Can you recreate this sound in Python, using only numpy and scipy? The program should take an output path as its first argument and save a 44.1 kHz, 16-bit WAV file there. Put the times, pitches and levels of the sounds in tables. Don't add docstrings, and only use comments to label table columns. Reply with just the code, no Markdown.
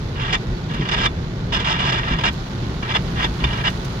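import sys
import numpy as np
from scipy import signal
from scipy.fft import rfft, irfft, next_fast_len
from scipy.io import wavfile
from scipy.ndimage import map_coordinates

SR = 44100
rng = np.random.default_rng(int(sys.argv[2]) if len(sys.argv) > 2 else 0)


def persist_wave(psi):
    counts = np.round(np.clip(psi, -1, 1) * 32767).astype(np.int16)
    wavfile.write(sys.argv[1], SR, np.atleast_2d(counts).T)


N = 176400

# (start [s], length [s], final relative level [dB], swell over the length [dB])
SCRAPES = [(0.154,0.068,-28.5,8.5),(0.199,0.16,-28,0.5),(0.325,0.027,-20.5,-6),(0.695,0.058,-31.5,1),(0.741,0.0061,-27,3),(0.759,0.086,-34.5,0),(0.808,0.0089,-26,2),(0.85,0.056,-30,-1),(0.887,0.0095,-25,-6),(0.911,0.039,-22,-2),(0.962,0.094,-23,1),(1.041,0.022,-17.5,11),(1.521,0.055,-22.5,-3),(1.586,0.046,-28.5,-3.5),(1.595,0.014,-23.5,2),(1.643,0.084,-19,4.5),(1.735,0.061,-28,-1.5),(1.788,0.048,-24.5,-0.5),(1.837,0.071,-22,1),(1.917,0.082,-24.5,0.5),(1.921,0.014,-23.5,-1),(2.001,0.14,-23.5,7.5),(2.13,0.095,-34.5,-1),(2.184,0.012,-23.5,-1.5),(2.209,0.008,-26.5,-6),(2.235,0.05,-18,0.5),(2.823,0.0077,-23,14),(2.846,0.042,-31,4),(2.886,0.037,-22,3.5),(2.937,0.029,-16.5,8.5),(3.154,0.045,-24,14),(3.184,0.069,-18,12),(3.396,0.22,-27,8),(3.439,0.01,-22,-9.5),(3.529,0.0092,-28,0),(3.636,0.052,-20.5,3)]
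# (time [s], gain [dB])
SCRAPE_TREBLE = [(1, 4.5), (3, 1)]
SCRAPE_GAIN_DB, SLIPS_PER_S, SLIP_SCATTER_DB = 2, 6000, -0.5
JUDDER_PER_S, JUDDER_DB = 260, 1.5
CHATTER_PER_S, CHATTER_DB = 90, 0.78
DULL_BELOW_DB, DULL_DB_PER_DB, TREBLE_HZ = -20.5, 0.84, 4000
def blades():
    t = np.arange(N) / SR
    power = np.zeros(N)
    for start, length, db, swell_db in SCRAPES:
        ramp = np.clip((t - start) / length - 1, -1, 0)
        power += (grab_envelope(start, length) * amp(db + swell_db * ramp)) ** 2
    level_db = 10 * np.log10(power + 1e-12)
    slips = impacts(SLIPS_PER_S, SLIP_SCATTER_DB)
    grip_db = JUDDER_DB * wobble(JUDDER_PER_S) + CHATTER_DB * wobble(CHATTER_PER_S)
    slips = unit(slips * amp(grip_db)) * amp(level_db)
    treble = filtered(slips, lambda hz: 1 - 1 / (1 + (hz / TREBLE_HZ) ** 6))
    treble_db, = time_curves(SCRAPE_TREBLE)
    dull_db = DULL_DB_PER_DB * np.minimum(level_db - DULL_BELOW_DB, 0)
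    force = slips + treble * (amp(treble_db + dull_db) - 1)
    ringing = cabin(filtered(force, windshield))
    return amp(SCRAPE_GAIN_DB) * np.std(slips) * unit(ringing)


# (centre [Hz], width [Hz], left [dB], right [dB], left phase lead [rad])
GLASS_MODES = [(445, 155, -13.5, -11.0, -0.8), (696, 253, -9, -8, -1.66), (953, 193, -7.5, -2, -1.27),
               (1077, 133, -1.5, -7, -3), (1167, 102, -12.5, -0.5, 3.5), (1311, 108, -2.5, -2.5, -2),
               (1506, 220, -10.0, -6, -2.0), (1659, 144, -8.5, -3.5, 1.0), (1773, 95, -1, -4, 3.0),
               (1880, 62, 0, -3, 1.77), (2020, 117, -4, -6.5, 0.4), (2228, 90, -9.5, -4.5, 0.5),
               (2348, 87, -4.5, -6, 1.5), (2470, 107, -14, -7, -1), (2789, 254, -10.5, -2.5, -0.8),
               (2854, 75, -9, 2.5, -1), (3014, 110, -9, -4.5, -2), (3217, 250, -9.5, -8, -1),
               (3506, 100, -4, 1.5, 1.86), (3674, 390, -18, -6.5, -2.3), (4490, 780, -28.5, -17.5, -0.8),
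               (4910, 160, -19, -19.5, -1.0), (5080, 70, -22.0, -10.5, -1.3),
               (5310, 410, -21, -15.5, -1.77), (6160, 540, -41, -24.0, 1.5), (6920, 470, -31, -22, -1.93),
               (8100, 2800, -46.5, -41.5, 1.55)]
def windshield(hz):
    centre, width, left_db, right_db, lead = np.transpose(GLASS_MODES)[:, :, None]
    peaks = amp([left_db, right_db]) / (1 + (2 * (hz - centre) / width) ** 2)
    db = 10 * np.log10(np.sum(peaks ** 2, axis=1) + 1e-12)
    cross_spectrum = np.sum(peaks[0] * peaks[1] * np.exp(1j * lead), axis=0)
    lead_rad = np.unwrap(np.angle(cross_spectrum))
    mean_db = db.mean(axis=0)
    return minimum_phase(mean_db) * amp(db - mean_db) * np.exp(1j * lead_rad * [[.5], [-.5]])


# (start [s], length [s], pitch [Hz], level [dB])
SQUEAKS = [(.343,0.018,3610,-28),(.535,0.042,4430,-47),(1.061,0.012,3470,-19.5),(1.525,.42,2880,-38),(2.95,0.011,3470,-19),(3.243,0.0078,3510,-21.5),(3.437,.008,2824,-26),(3.444,0.0072,3564,-20.5),(3.659,0.025,2850,-20)]
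def squeaks(waver=0.01653, waver_per_s=220, rough_db=0.5, left_db=-2):
    warped_s = np.cumsum(1 + waver * wobble(waver_per_s)) / SR
    tone = sum(amp(db) * grab_envelope(start, length) * np.sin(2 * np.pi * hz * warped_s)
               for start, length, hz, db in SQUEAKS)
    return tone * amp(rough_db * wobble(JUDDER_PER_S)) * amp([[left_db], [0]])


# (frequency [Hz], gain [dB])
BODY_MODES = [(55,-7.5),(150,0),(230,-5.5),(375,-8.5)]
# (time [s], level [dB], tilt about pivot_hz [dB/octave])
THUMPS = [(0.789,-16,1),(2.105,-14.5,-4.5),(2.145,-29,-11.5),(3.414,-21.5,0),(3.435,-24.5,-13.5)]
def arms(pivot_hz=145, waver=0.083, waver_per_s=120):
    out = np.zeros(N)
    for hz, mode_db in BODY_MODES:
        cycles = np.cumsum(hz * (1 + waver * wobble(waver_per_s))) / SR
        for start, db, tilt in THUMPS:
            swing = np.sin(2 * np.pi * (cycles - cycles[int(start * SR)]))
            gain = amp(db + mode_db + tilt * np.log2(hz / pivot_hz))
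            out += gain * knock_envelope(start, rise_s=0.0098, t60_s=0.19) * swing
    return out


# (time [s], relative level [dB])
SPLATS = [(.345,-51),(.738,-46),(2.327,-43),(3.57,-45),(3.69,-41),(3.7,-43),(3.846,-38),(3.92,-51)]
# (frequency [Hz], gain [dB])
SPLAT_SPECTRUM = [(500, -15), (3000, -9), (6000, 6), (8000, -6), (15000, -11)]
SPRAY_PER_S, DROP_SCATTER_DB = 4000, 2
def splats():
    envelope = sum(amp(db) * knock_envelope(start, rise_s=0.0025, t60_s=0.079) for start, db in SPLATS)
    droplets = impacts(SPRAY_PER_S, DROP_SCATTER_DB, channels=2)
    splash = filtered(droplets, lambda hz: amp(freq_curves(SPLAT_SPECTRUM, hz)))
    return envelope * unit(splash) * amp([[-4], [2]])


# (time [s], patter [dB], spray [dB])
RAIN_LEVELS = [(0,-39,-64),(.6,-38.5,-64.5),(1.4,-39.5,-67.5),(2.25,-38,-62),(2.36,-36.5,-61),(2.8,-36.5,-62),(3.1,-35,-58),(3.75,-35,-56.5),(4,-35,-59)]
# (frequency [Hz], left [dB], right [dB])
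PATTER_SPECTRUM = [(200,-26.5,-16),(930,4.5,4),(1690,-1.5,0),(2350,-6,-2.5),(3470,-7.5,-1),(4320,-11.5,-0.5),(5600,-19,-7.5),(6750,-15.5,-12),(7300,-42,-15),(9050,-36,-47),(14900,-44,-53)]
# (frequency [Hz], left [dB], right [dB])
SPRAY_SPECTRUM = [(2000,-34,-38),(6000,-1,-25),(8650,2,11),(15000,-15,2)]
DROPS_PER_S = 2500
def rain():
    def shower(per_s, spectrum):
        drops = impacts(per_s, DROP_SCATTER_DB, channels=2)
        taps = filtered(drops, lambda hz: minimum_phase(freq_curves(spectrum, hz)))
        return unit(cabin(taps))

    patter_db, spray_db = time_curves(RAIN_LEVELS)
    patter = shower(DROPS_PER_S, PATTER_SPECTRUM) * amp(patter_db)
    spray = shower(SPRAY_PER_S, SPRAY_SPECTRUM) * amp(spray_db)
    return patter + spray


# (time [s], level [dB])
TRAIN_LEVEL = [(0,-26),(1.3,-24.5),(1.9,-24.5),(2.8,-25),(3.3,-23.5),(4,-25.5)]
# (frequency [Hz], gain [dB])
RUMBLE_SPECTRUM = [(15,-28),(24,-11),(31,-2),(43,-0.5),(70,-2),(90,-3.5),(120,0.5),(165,-2),(230,-8.5),(310,-15),(360,-11),(450,-17),(700,-23.5),(1000,-29),(2000,-31),(5000,-64)]
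# (frequency [Hz], coherence [0..1])
RUMBLE_COHERENCE = [(50, 1), (130, 1), (260, 0.95), (500, 0.87), (1500, 0.42)]
def train(left_lag_s=0.00023, flutter_per_s=14, flutter_db=0.76):
    def mid_side_gains(hz):
        coherence = np.clip(freq_curves(RUMBLE_COHERENCE, hz)[0], -1, .999)
        angle = np.arccos(coherence) / 2
        return amp(freq_curves(RUMBLE_SPECTRUM, hz)) * [np.cos(angle), np.sin(angle)]

    level_db, = time_curves(TRAIN_LEVEL)
    mid, side = filtered(rng.standard_normal((2, N)), mid_side_gains)
    rumble = np.array([mid + side, mid - side])
    rumble = filtered(rumble, lambda hz: np.exp(1j * np.pi * hz * left_lag_s * [[-1], [1]]))
    return unit(rumble) * amp(level_db + flutter_db * wobble(flutter_per_s))


# (time [s], level [dB])
BOOM_LEVEL = [(0,-38),(1.7,-48),(1.95,-26),(2.4,-42)]
def boom(centre_hz=125.2, sigma_hz=9.8):
    level_db, = time_curves(BOOM_LEVEL)
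    band = filtered(rng.standard_normal(N), lambda hz: np.exp(-.5 * ((hz - centre_hz) / sigma_hz) ** 2))
    return amp(level_db) * unit(band)


def cabin(x, t60_s=0.069, wet_db=-10.5):
    t = np.arange(SR // 8) / SR
    tail = rng.standard_normal((2, len(t))) * amp(-60 * t / t60_s)
    tail /= np.linalg.norm(tail, axis=1, keepdims=True)
    return x + amp(wet_db) * signal.fftconvolve(x, tail, axes=1)[:, :N]


def grab_envelope(start_s, length_s, attack_s=0.0031, release_db_per_s=1015):
    t = np.arange(N) / SR - start_s
    return np.clip(t / attack_s, 0, 1) * amp(-release_db_per_s * np.clip(t - length_s, 0, .5))


def knock_envelope(start_s, rise_s, t60_s):
    t = np.arange(N) / SR - start_s
    return np.clip(t / rise_s, 0, 1) * amp(-60 * np.clip((t - rise_s) / t60_s, 0, 2))


def impacts(per_s, scatter_db, channels=1):
    shape = (channels, N)
    hits = rng.random(shape) < per_s / SR
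    return hits * rng.choice([-1, 1], shape) * amp(scatter_db * rng.standard_normal(shape))


def wobble(knots_per_s):
    return map_coordinates(rng.standard_normal(N // 20), [np.arange(N) * knots_per_s / SR], mode="wrap")


def filtered(x, response):
    size = 2 * next_fast_len(N * 3 // 5)
    return irfft(rfft(x, size) * response(np.fft.rfftfreq(size, 1 / SR)), size)[..., :N]


def minimum_phase(db):
    cepstrum = irfft(np.log(amp(db)))
    half = cepstrum.shape[-1] // 2
    cepstrum[..., 1:half] *= 2
    cepstrum[..., half + 1:] = 0
    return np.exp(rfft(cepstrum))


def time_curves(rows):
    times_s, *columns = np.transpose(rows)
    return [np.interp(np.arange(N) / SR, times_s, c) for c in columns]


def freq_curves(rows, hz):
    knots_hz, *columns = np.transpose(rows)
    return np.array([np.interp(np.log(hz + 1), np.log(knots_hz + 1), c) for c in columns])


def amp(db):
    return 10 ** (np.asarray(db) / 20)


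def unit(x):
    return x / np.sqrt(np.mean(x ** 2) + 1e-20)


def scene():
    return blades() + squeaks() + arms() + splats() + rain() + train() + boom()


TOP_HZ = 15850
def record(dry):
    return filtered(dry, lambda hz: hz < TOP_HZ)


dry = scene()
out = record(dry)
persist_wave(out)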